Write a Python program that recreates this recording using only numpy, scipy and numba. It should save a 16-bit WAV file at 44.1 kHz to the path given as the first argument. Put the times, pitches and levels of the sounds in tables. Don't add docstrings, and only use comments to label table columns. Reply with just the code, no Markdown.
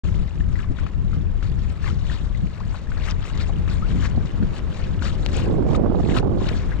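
import sys
import numpy as np
from scipy import signal
from scipy.fft import rfft, irfft, next_fast_len
from scipy.io import wavfile
from scipy.ndimage import uniform_filter1d
from numba import njit

SR = 44100
rng = np.random.default_rng(int(sys.argv[2]) if len(sys.argv) > 2 else 0)


def generate_wav(signal):
    frames = np.transpose(np.atleast_2d(signal))
    scaled = np.clip(frames, -1, 1) * 32767
    pcm = np.round(scaled).astype(np.int16)
    wavfile.write(sys.argv[1], SR, pcm)


N = 299880
TIME = np.arange(N) / SR

# frequency in Hz, relative spectral density in dB.
SPRAY_SPECTRUM = [(300, -17.5), (550, 2.5), (780, -1), (1200, 0), (2100, -2.5), (3800, -0.5), (5600, -9),
                  (7500, -8), (15000, -37)]
# frequency in Hz, lead in radians.
PORT_LEAD = [(90, 3), (160, 1.59), (900, 1.14), (3100, -1.45), (4200, -1.78), (6000, -1.5), (10500, -2.5)]


def from_db(db):
    return np.exp(np.asarray(db) * np.log(10) / 20)


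def rms_one(x):
    return x / np.sqrt(np.mean(x ** 2) + 1e-20)


def in_time(rows):
    return np.interp(TIME, *np.transpose(rows))


def at_hz(points, hz):
    knots_hz, values = np.transpose(points)
    return np.interp(np.log(hz + 1e-9), np.log(knots_hz), values)


def colour(x, spectrum, lead=None):
    size = next_fast_len(N + 4096, True)
    hz = np.arange(size // 2 + 1) * SR / size
    rotation = np.exp(1j * at_hz(lead, hz)) if lead else 1
    return irfft(rfft(x, size) * from_db(at_hz(spectrum, hz)) * rotation, size)[..., :N]


def drift(rate_hz):
    step = 40
    pole = np.exp(-2 * np.pi * rate_hz * step / SR)
    noise = rng.standard_normal(N // step + 2002)
    slow = signal.lfilter([1], [1, -2 * pole, pole * pole], noise)[2000:]
    return np.interp(np.arange(N) / step, np.arange(len(slow)), rms_one(slow))


def evened(x, size):
    power = uniform_filter1d(uniform_filter1d(x ** 2, size), size)
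    return x / np.sqrt(np.maximum(power, 1e-12))


def band_noise(low_hz, high_hz, size=N):
    sos = signal.butter(2, [low_hz, min(high_hz, .45 * SR)], "band", fs=SR, output="sos")
    return rms_one(signal.sosfilt(sos, rng.standard_normal(size)))


def flat_pulse(centre_s, half_s):
    return np.exp(-np.minimum(((TIME - centre_s) / half_s) ** 4, 40))


def lake(correlation=0.57):
    # frequency in Hz, relative spectral density in dB.
    spectrum = [(150, 10.5), (500, 4.5), (780, -1), (1100, 0), (2200, -8.5), (4500, -20.5), (15000, -42.5)]
    # time in seconds, level in dB.
    levels = [(2.5, -45.5), (4.6, -39.5), (5.85, -45), (6.3, -51), (6.6, -39)]
    common, left, right = rng.standard_normal((3, N))
    noise = np.sqrt(correlation) * common + np.sqrt(1 - correlation) * np.array([left, right])
    return rms_one(colour(noise, spectrum)) * from_db(in_time(levels))


def gust_force(arrives_s=5.504, leaves_s=6.306, rise_db_per_s=53, fall_db_per_s=37):
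    rise_db = rise_db_per_s * np.maximum(arrives_s - TIME, 0)
    fall_db = fall_db_per_s * np.maximum(TIME - leaves_s, 0)
    arch_db = 2 * np.sin(np.pi * np.interp(TIME, [arrives_s, leaves_s], [0, 1]))
    lull_db = 15 * flat_pulse(6.026, half_s=0.011)
    return from_db(-20.5 - rise_db + arch_db - lull_db - fall_db)


def buffeting(gain_db=7.0, lump_db=1.5, lull_db=-9, shelter_db=-3.0):
    # frequency in Hz, relative spectral density in dB.
    spectrum = [(18, -2), (35, 7), (80, 4), (125, -2.5), (190, -11.5), (270, -24.5), (400, -29),
                (2000, -82.5)]
    # time in seconds, relative level in dB.
    levels = [(0.1, -23), (2.2, -25.5), (2.7, -27), (4.0, -23.5), (4.7, -27.5), (5.4, -24), (6.8, -25.5)]
    # centre in seconds, half length in seconds.
    lulls = [(0.316, 0.051), (0.634, 0.02), (0.766, 0.036), (0.901, 0.045), (1.774, 0.045), (2.18, 0.018),
             (2.555, 0.066), (2.814, 0.068), (3.278, 0.044), (4.298, 0.033), (4.564, 0.036), (4.756, 0.035)]
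    # frequency in Hz, level against the left in dB.
    lee = [(190, -10), (400, -1.5)]
    # frequency in Hz, gain in dB.
    crosstalk = [(40, -26.5), (105, -23.5), (150, -2), (190, -1)]
    rumbles = colour(rng.standard_normal((2, N)), spectrum)
    left, right = [evened(x * from_db(lump_db * drift(39)), size=2400) for x in rumbles]
    right = colour(right, lee) + colour(left, crosstalk, PORT_LEAD)
    gusting = gust_force() / gust_force().max()
    calm = sum(flat_pulse(s, half) for s, half in lulls)
    return np.array([left, right]) * from_db(gain_db + in_time(levels) + lull_db * calm + shelter_db * gusting)


def eddies(left_db=5.0, right_db=4.0):
    # centre in seconds, relative level in dB, half length in seconds.
    hits = [(0.41, -29, 0.0088), (0.709, -22, 0.0083), (1.905, -32.5, 0.072), (2.44, -24, 0.013),
            (3.958, -26, 0.062), (4.178, -19, 0.0097), (4.434, -22, 0.03)]
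    # frequency in Hz, relative spectral density in dB.
    thump = [(40, -26), (110, 9.5), (180, 8), (280, -5), (7000, -115)]
    force = sum(from_db(db) * np.exp(-np.minimum(((TIME - s) / half) ** 2, 40)) for s, db, half in hits)
    noise = rng.standard_normal(N)
    ports = np.array([evened(colour(noise, thump, lead), size=400) for lead in (None, PORT_LEAD)])
    return force * ports * from_db([[left_db], [right_db]])


def roar(speed, lump_db=2.0, tear_db=4.0):
    # frequency in Hz, relative spectral density in dB.
    spectrum = [(40, 4.5), (110, 2.5), (200, 3.5), (350, 1), (520, -6.5), (750, -14), (1200, -26.5),
                (4500, -100)]
    flicker_db = tear_db * drift(87)
    out, edges_hz = 0, 25 * 2 ** np.arange(0, 6.6, .5)
    for low, high in zip(edges_hz, edges_hz[1:]):
        hz = np.sqrt(low * high)
        density_db = at_hz(spectrum, hz / speed) + flicker_db * min(hz / 800, 1)
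        out = out + np.sqrt(high - low) * band_noise(low, high) * from_db(density_db)
    return evened(out * from_db(lump_db * drift(63)), size=2000)


def gust(gain_db=3.0, brightening=0.11, flutter_db=0.73, left_db=-27):
    # time in seconds, relative level in dB.
    breeze = [(2.4, -47), (3.6, -38.5), (6.3, -32), (6.8, -57)]
    force = np.hypot(from_db(in_time(breeze)), gust_force()) * from_db(flutter_db * drift(12))
    speed = (force / force.max()) ** brightening
    return force * from_db(gain_db) * np.array([from_db(left_db) * roar(speed), roar(speed)])


def rasps(low_hz=280, high_hz=800, t60=0.04, left_db=-13):
    # start in seconds, level in dB.
    tears = [(0.716, -35), (4.146, -28.5), (4.174, -25), (5.462, -23), (5.779, -18), (5.857, -16.5),
             (5.914, -18.5), (5.997, -17), (6.227, -17.5), (6.51, -20)]
    force = 0
    for s, db in tears:
        age = TIME - s
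        force = force + from_db(db - 60 * np.clip(age / t60, 0, 2)) * np.clip(age / .002, 0, 1)
    bursts = force * evened(band_noise(low_hz, high_hz), size=400)
    lowpass = signal.butter(6, 1400, fs=SR, output="sos")
    return signal.sosfilt(lowpass, bursts) * from_db([[left_db], [0]])


def ring(clicks, hz, t60):
    r, w = from_db(-60 / (t60 * SR)), 2 * np.pi * hz / SR
    return signal.lfilter([0, np.sin(w)], [1, -2 * r * np.cos(w), r * r], clicks + 1e-18)


def deck_rap(start_s=5.2626, blow_db=-10):
    # frequency in Hz, gain in dB, 60 dB decay time in seconds.
    modes = [(900, -9, .008), (2900, 0, .0035), (3800, -4, .003)]
    click = np.zeros(N)
    click[int(start_s * SR)] = from_db(blow_db)
    return sum(ring(click, hz, t60) * from_db(db) for hz, db, t60 in modes)


@njit
def chirps(starts, radians_per_sample, amplitudes, cycles, climb, length):
    out = np.zeros(length)
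    for start, w, amplitude in zip(starts, radians_per_sample, amplitudes):
        life = int(2 * np.pi * cycles / w) + 1
        for i in range(min(life, length - start)):
            age = i / life
            out[start + i] += amplitude * np.exp(-np.log(1000) * age) * np.sin(w * i * (1 + climb * age))
    return out


def bubbles(per_s, cycles, spread_db, climb=0.027, low_hz=550, high_hz=11000):
    chance, pitch, strength = rng.random((3, N))
    born = np.flatnonzero(chance < per_s / SR)
    hz = low_hz * (high_hz / low_hz) ** pitch[born]
    excess = np.minimum(-np.log(1 - strength[born]), 4)
    amplitudes = hz * from_db(spread_db * (1 - pitch[born] ** 2 / 2) * excess) * (-1) ** born
    return chirps(born, 2 * np.pi * hz / SR, amplitudes, float(cycles), float(climb), N)


def cavities(x, depth_db=4.5, count=12):
    centres_hz, spectrum = np.geomspace(600, 9000, count), rfft(x)
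    place = np.interp(np.arange(len(spectrum)) * SR / N, centres_hz, np.arange(count))
    bands = (irfft(spectrum * np.maximum(1 - abs(place - k), 0), N) for k in range(count))
    return rms_one(sum(band * from_db(depth_db * drift(25)) for band in bands))


def droplets(level, gain_db=-5.5):
    per_s = 45 * level / np.median(level)
    blips = bubbles(per_s, cycles=38, spread_db=1.5, climb=.1, low_hz=800, high_hz=3100)
    return from_db(gain_db) * level * rms_one(colour(blips, SPRAY_SPECTRUM))


def gurgles(gain_db=3.0, count=6, gap_s=.0035, loss_db=2.2, cycles=27., climb=.2):
    # start in seconds, pitch in Hz, relative level in dB.
    first_bubbles = [(0.59, 1630, -28.5), (0.629, 2340, -33.5), (1.872, 1080, -28.5), (2.742, 980, -29.5),
                     (2.972, 1220, -30), (3.077, 1470, -25), (3.403, 2330, -30), (3.492, 750, -30.5),
                     (3.677, 1650, -30), (4.054, 1455, -29.5), (5.346, 2280, -31), (6.407, 1020, -29),
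                     (6.718, 1556, -25)]
    s, hz, db = np.transpose(first_bubbles)[:, :, None]
    turn = np.arange(count)
    late, octaves = rng.uniform(-.5, .5, (len(first_bubbles), 2, count)).swapaxes(0, 1) * (turn > 0)
    starts = ((s + gap_s * (turn + late)) * SR).astype(int)
    pitch_hz = hz * 2 ** octaves
    amplitudes = from_db(db + gain_db - loss_db * turn)
    return chirps(starts.ravel(), 2 * np.pi * pitch_hz.ravel() / SR, amplitudes.ravel(), cycles, climb, N)


def plops(tone_db=1.5):
    # start in seconds, pitch in Hz, relative level in dB, 60 dB decay time in seconds,
    # glide as a fraction of the pitch per second.
    pockets = [(0.406, 1800, -27, 0.022, -2), (0.556, 1940, -25, 0.023, 3), (0.642, 1045, -28, 0.024, 14),
               (0.787, 1410, -20, 0.014, 14), (0.865, 1250, -15, 0.0082, 3), (1.131, 1360, -27, 0.024, -6),
               (1.426, 1430, -17.5, 0.0081, 0), (1.842, 1720, -25, 0.025, 12), (2.098, 1840, -21, 0.019, 0),
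               (2.348, 2020, -30.5, 0.03, 0), (2.604, 890, -28, 0.049, 43), (2.918, 1510, -19.5, 0.013, -6),
               (3.823, 1210, -26, 0.1, 7.5), (4.428, 1500, -19.5, 0.011, -1),
               (5.022, 1460, -16.5, 0.018, -1), (5.749, 1186, -18.5, 0.031, 5)]
    out, age = np.zeros(2 * N), TIME[:SR // 8]
    attack = 1 - np.exp(-age / .0008)
    splash_tail = from_db(-17 - 60 * age / .04)
    for s, hz, db, t60, glide in pockets:
        phase = 2 * np.pi * hz * (age + glide * age ** 2 / 2)
        tone = from_db(tone_db - 60 * age / t60) * np.sin(phase)
        splash = splash_tail * band_noise(hz / np.sqrt(2), hz * 2, len(age))
        start = int(s * SR)
        out[start:start + len(age)] += from_db(db) * attack * (tone + splash)
    return out[:N]


def slaps(edge_ratio=1.4, gain_db=-2.5):
    # peak in seconds, relative level in dB, rise time constant in seconds,
    # 60 dB decay time in seconds, band centre in Hz.
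    crests = [(1.864, -30.5, 0.0041, 0.12, 1780), (2.123, -33.5, 0.01, 0.24, 3440),
              (3.081, -38, 0.033, 0.077, 1740), (3.1106, -18, 0.00063, 0.011, 4000),
              (3.376, -31, 0.0008, 0.014, 5200), (4.056, -27, 0.025, 0.065, 1460),
              (5.054, -30, 0.0018, 0.043, 4170), (5.367, -24.5, 0.00029, 0.021, 8040),
              (6.167, -18, 0.0025, 0.089, 1410), (6.186, -16.5, 0.0013, 0.016, 2480),
              (6.49, -21.5, 0.004, 0.024, 3080)]
    out = np.zeros(N)
    crackle = cavities(colour(bubbles(per_s=3000, cycles=20, spread_db=3.0), SPRAY_SPECTRUM))
    for s, db, swell, t60, hz in crests:
        span = slice(int((s - .15) * SR), int((s + .25) * SR))
        age = TIME[span] - s
        envelope = np.exp(np.minimum(age, 0) / swell) * from_db(-60 * np.maximum(age, 0) / t60)
        bandpass = signal.butter(2, [hz / edge_ratio, hz * edge_ratio], "band", fs=SR, output="sos")
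        band = signal.sosfilt(bandpass, crackle[span])
        out[span] += from_db(db + gain_db) * envelope * evened(band, size=140)
    return out


def wash():
    # time in seconds, level in dB.
    ripples = [(5.2, -53.5), (5.8, -59)]
    # crest in seconds, level in dB,
    # rise time constant in seconds, 60 dB decay time in seconds.
    waves = [(0.039, -42.5, 0.14, 2.1), (0.602, -44, 0.066, 0.4), (0.809, -42, 0.049, 0.44),
             (1.14, -46.5, 0.032, 0.39), (1.429, -44, 0.018, 0.78), (1.68, -47, 0.23, 2.4),
             (1.88, -35, 0.044, 0.2), (2.109, -41, 0.12, 1.2), (2.619, -47.5, 0.3, 0.33),
             (2.772, -42.5, 0.11, 0.32), (3.1, -35.5, 0.13, 0.22), (3.245, -39.5, 0.06, 2),
             (3.409, -37, 0.041, 0.31), (3.7, -37.5, 0.022, .55), (3.908, -39.5, 0.048, 0.49),
             (4.049, -36, 0.067, 0.39), (4.24, -45.5, 0.087, 1.6), (4.579, -37.5, 0.043, .15),
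             (4.78, -40.5, 0.066, 1.2), (5.051, -33.5, 0.034, 0.5), (5.389, -35.5, 0.14, 0.71),
             (5.759, -35, 0.053, 0.047), (6.183, -32.5, 0.11, 0.13), (6.471, -37, 0.082, 1.4)]
    power = from_db(in_time(ripples)) ** 2
    for s, db, swell, t60 in waves:
        age = TIME - s
        rising = np.exp(np.clip(age / swell, -20, 0))
        draining = from_db(db - 60 * np.clip(age / t60, 0, 2))
        power = power + (rising * draining) ** 2
    return np.sqrt(power)


def lapping(level, typical_per_s=800, spray_db=-4.5, bubble_db=-0.95, clump_db=4.0, spray_growth=0.26):
    vigour = level / np.median(level)
    clumps = from_db(clump_db * drift(45))
    trapped = bubbles(typical_per_s * clumps * np.sqrt(vigour), cycles=29, spread_db=3.4)
    fizz = evened(colour(colour(trapped, SPRAY_SPECTRUM), [(2000, 3.0), (7000, -3.5)]), size=2200)
    spray = cavities(colour(rng.standard_normal(N), SPRAY_SPECTRUM) * np.sqrt(clumps))
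    return level * (from_db(bubble_db) * fizz + from_db(spray_db) * vigour ** spray_growth * spray)


def two_ports(x, echo_db=-17, echo_t60=.025):
    # frequency in Hz, gain in dB.
    shade = [(400, -0.5), (1100, -9), (2400, -20), (3300, -18.5), (4500, -8), (7500, -13), (10000, 0)]
    age = TIME[:SR // 20]
    echoes = rng.standard_normal((2, len(age))) * from_db(-60 * age / echo_t60)
    echoes *= from_db(echo_db) / np.sqrt(np.sum(echoes ** 2, axis=1, keepdims=True))
    ports = np.array([x, colour(x, shade, PORT_LEAD)])
    return ports + signal.fftconvolve(ports, echoes, axes=1)[:, :N]


def scene():
    # frequency in Hz, gain in dB.
    other_side = [(1500, -12), (3300, -12.5), (6000, -12.5)]
    level = wash()
    water = two_ports(lapping(level) + droplets(level) + plops() + gurgles() + slaps() + deck_rap())
    water[1] += colour(lapping(level), other_side)
    return water + lake() + buffeting() + eddies() + gust() + rasps()


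def record(dry, silence_s=.035, fade_s=.006, cutoff_hz=16600):
    # frequency in Hz, gain in dB.
    microphone = [(7700, 0), (9000, -6), (10700, -6.5), (13000, -0.5), (15500, -46)]
    opening = np.clip((TIME - silence_s) / fade_s, 0, 1)
    lowpass = signal.cheby2(12, 70, cutoff_hz, fs=SR, output="sos")
    return signal.sosfilt(lowpass, colour(dry, microphone) * opening)


dry = scene()
out = record(dry)
generate_wav(out)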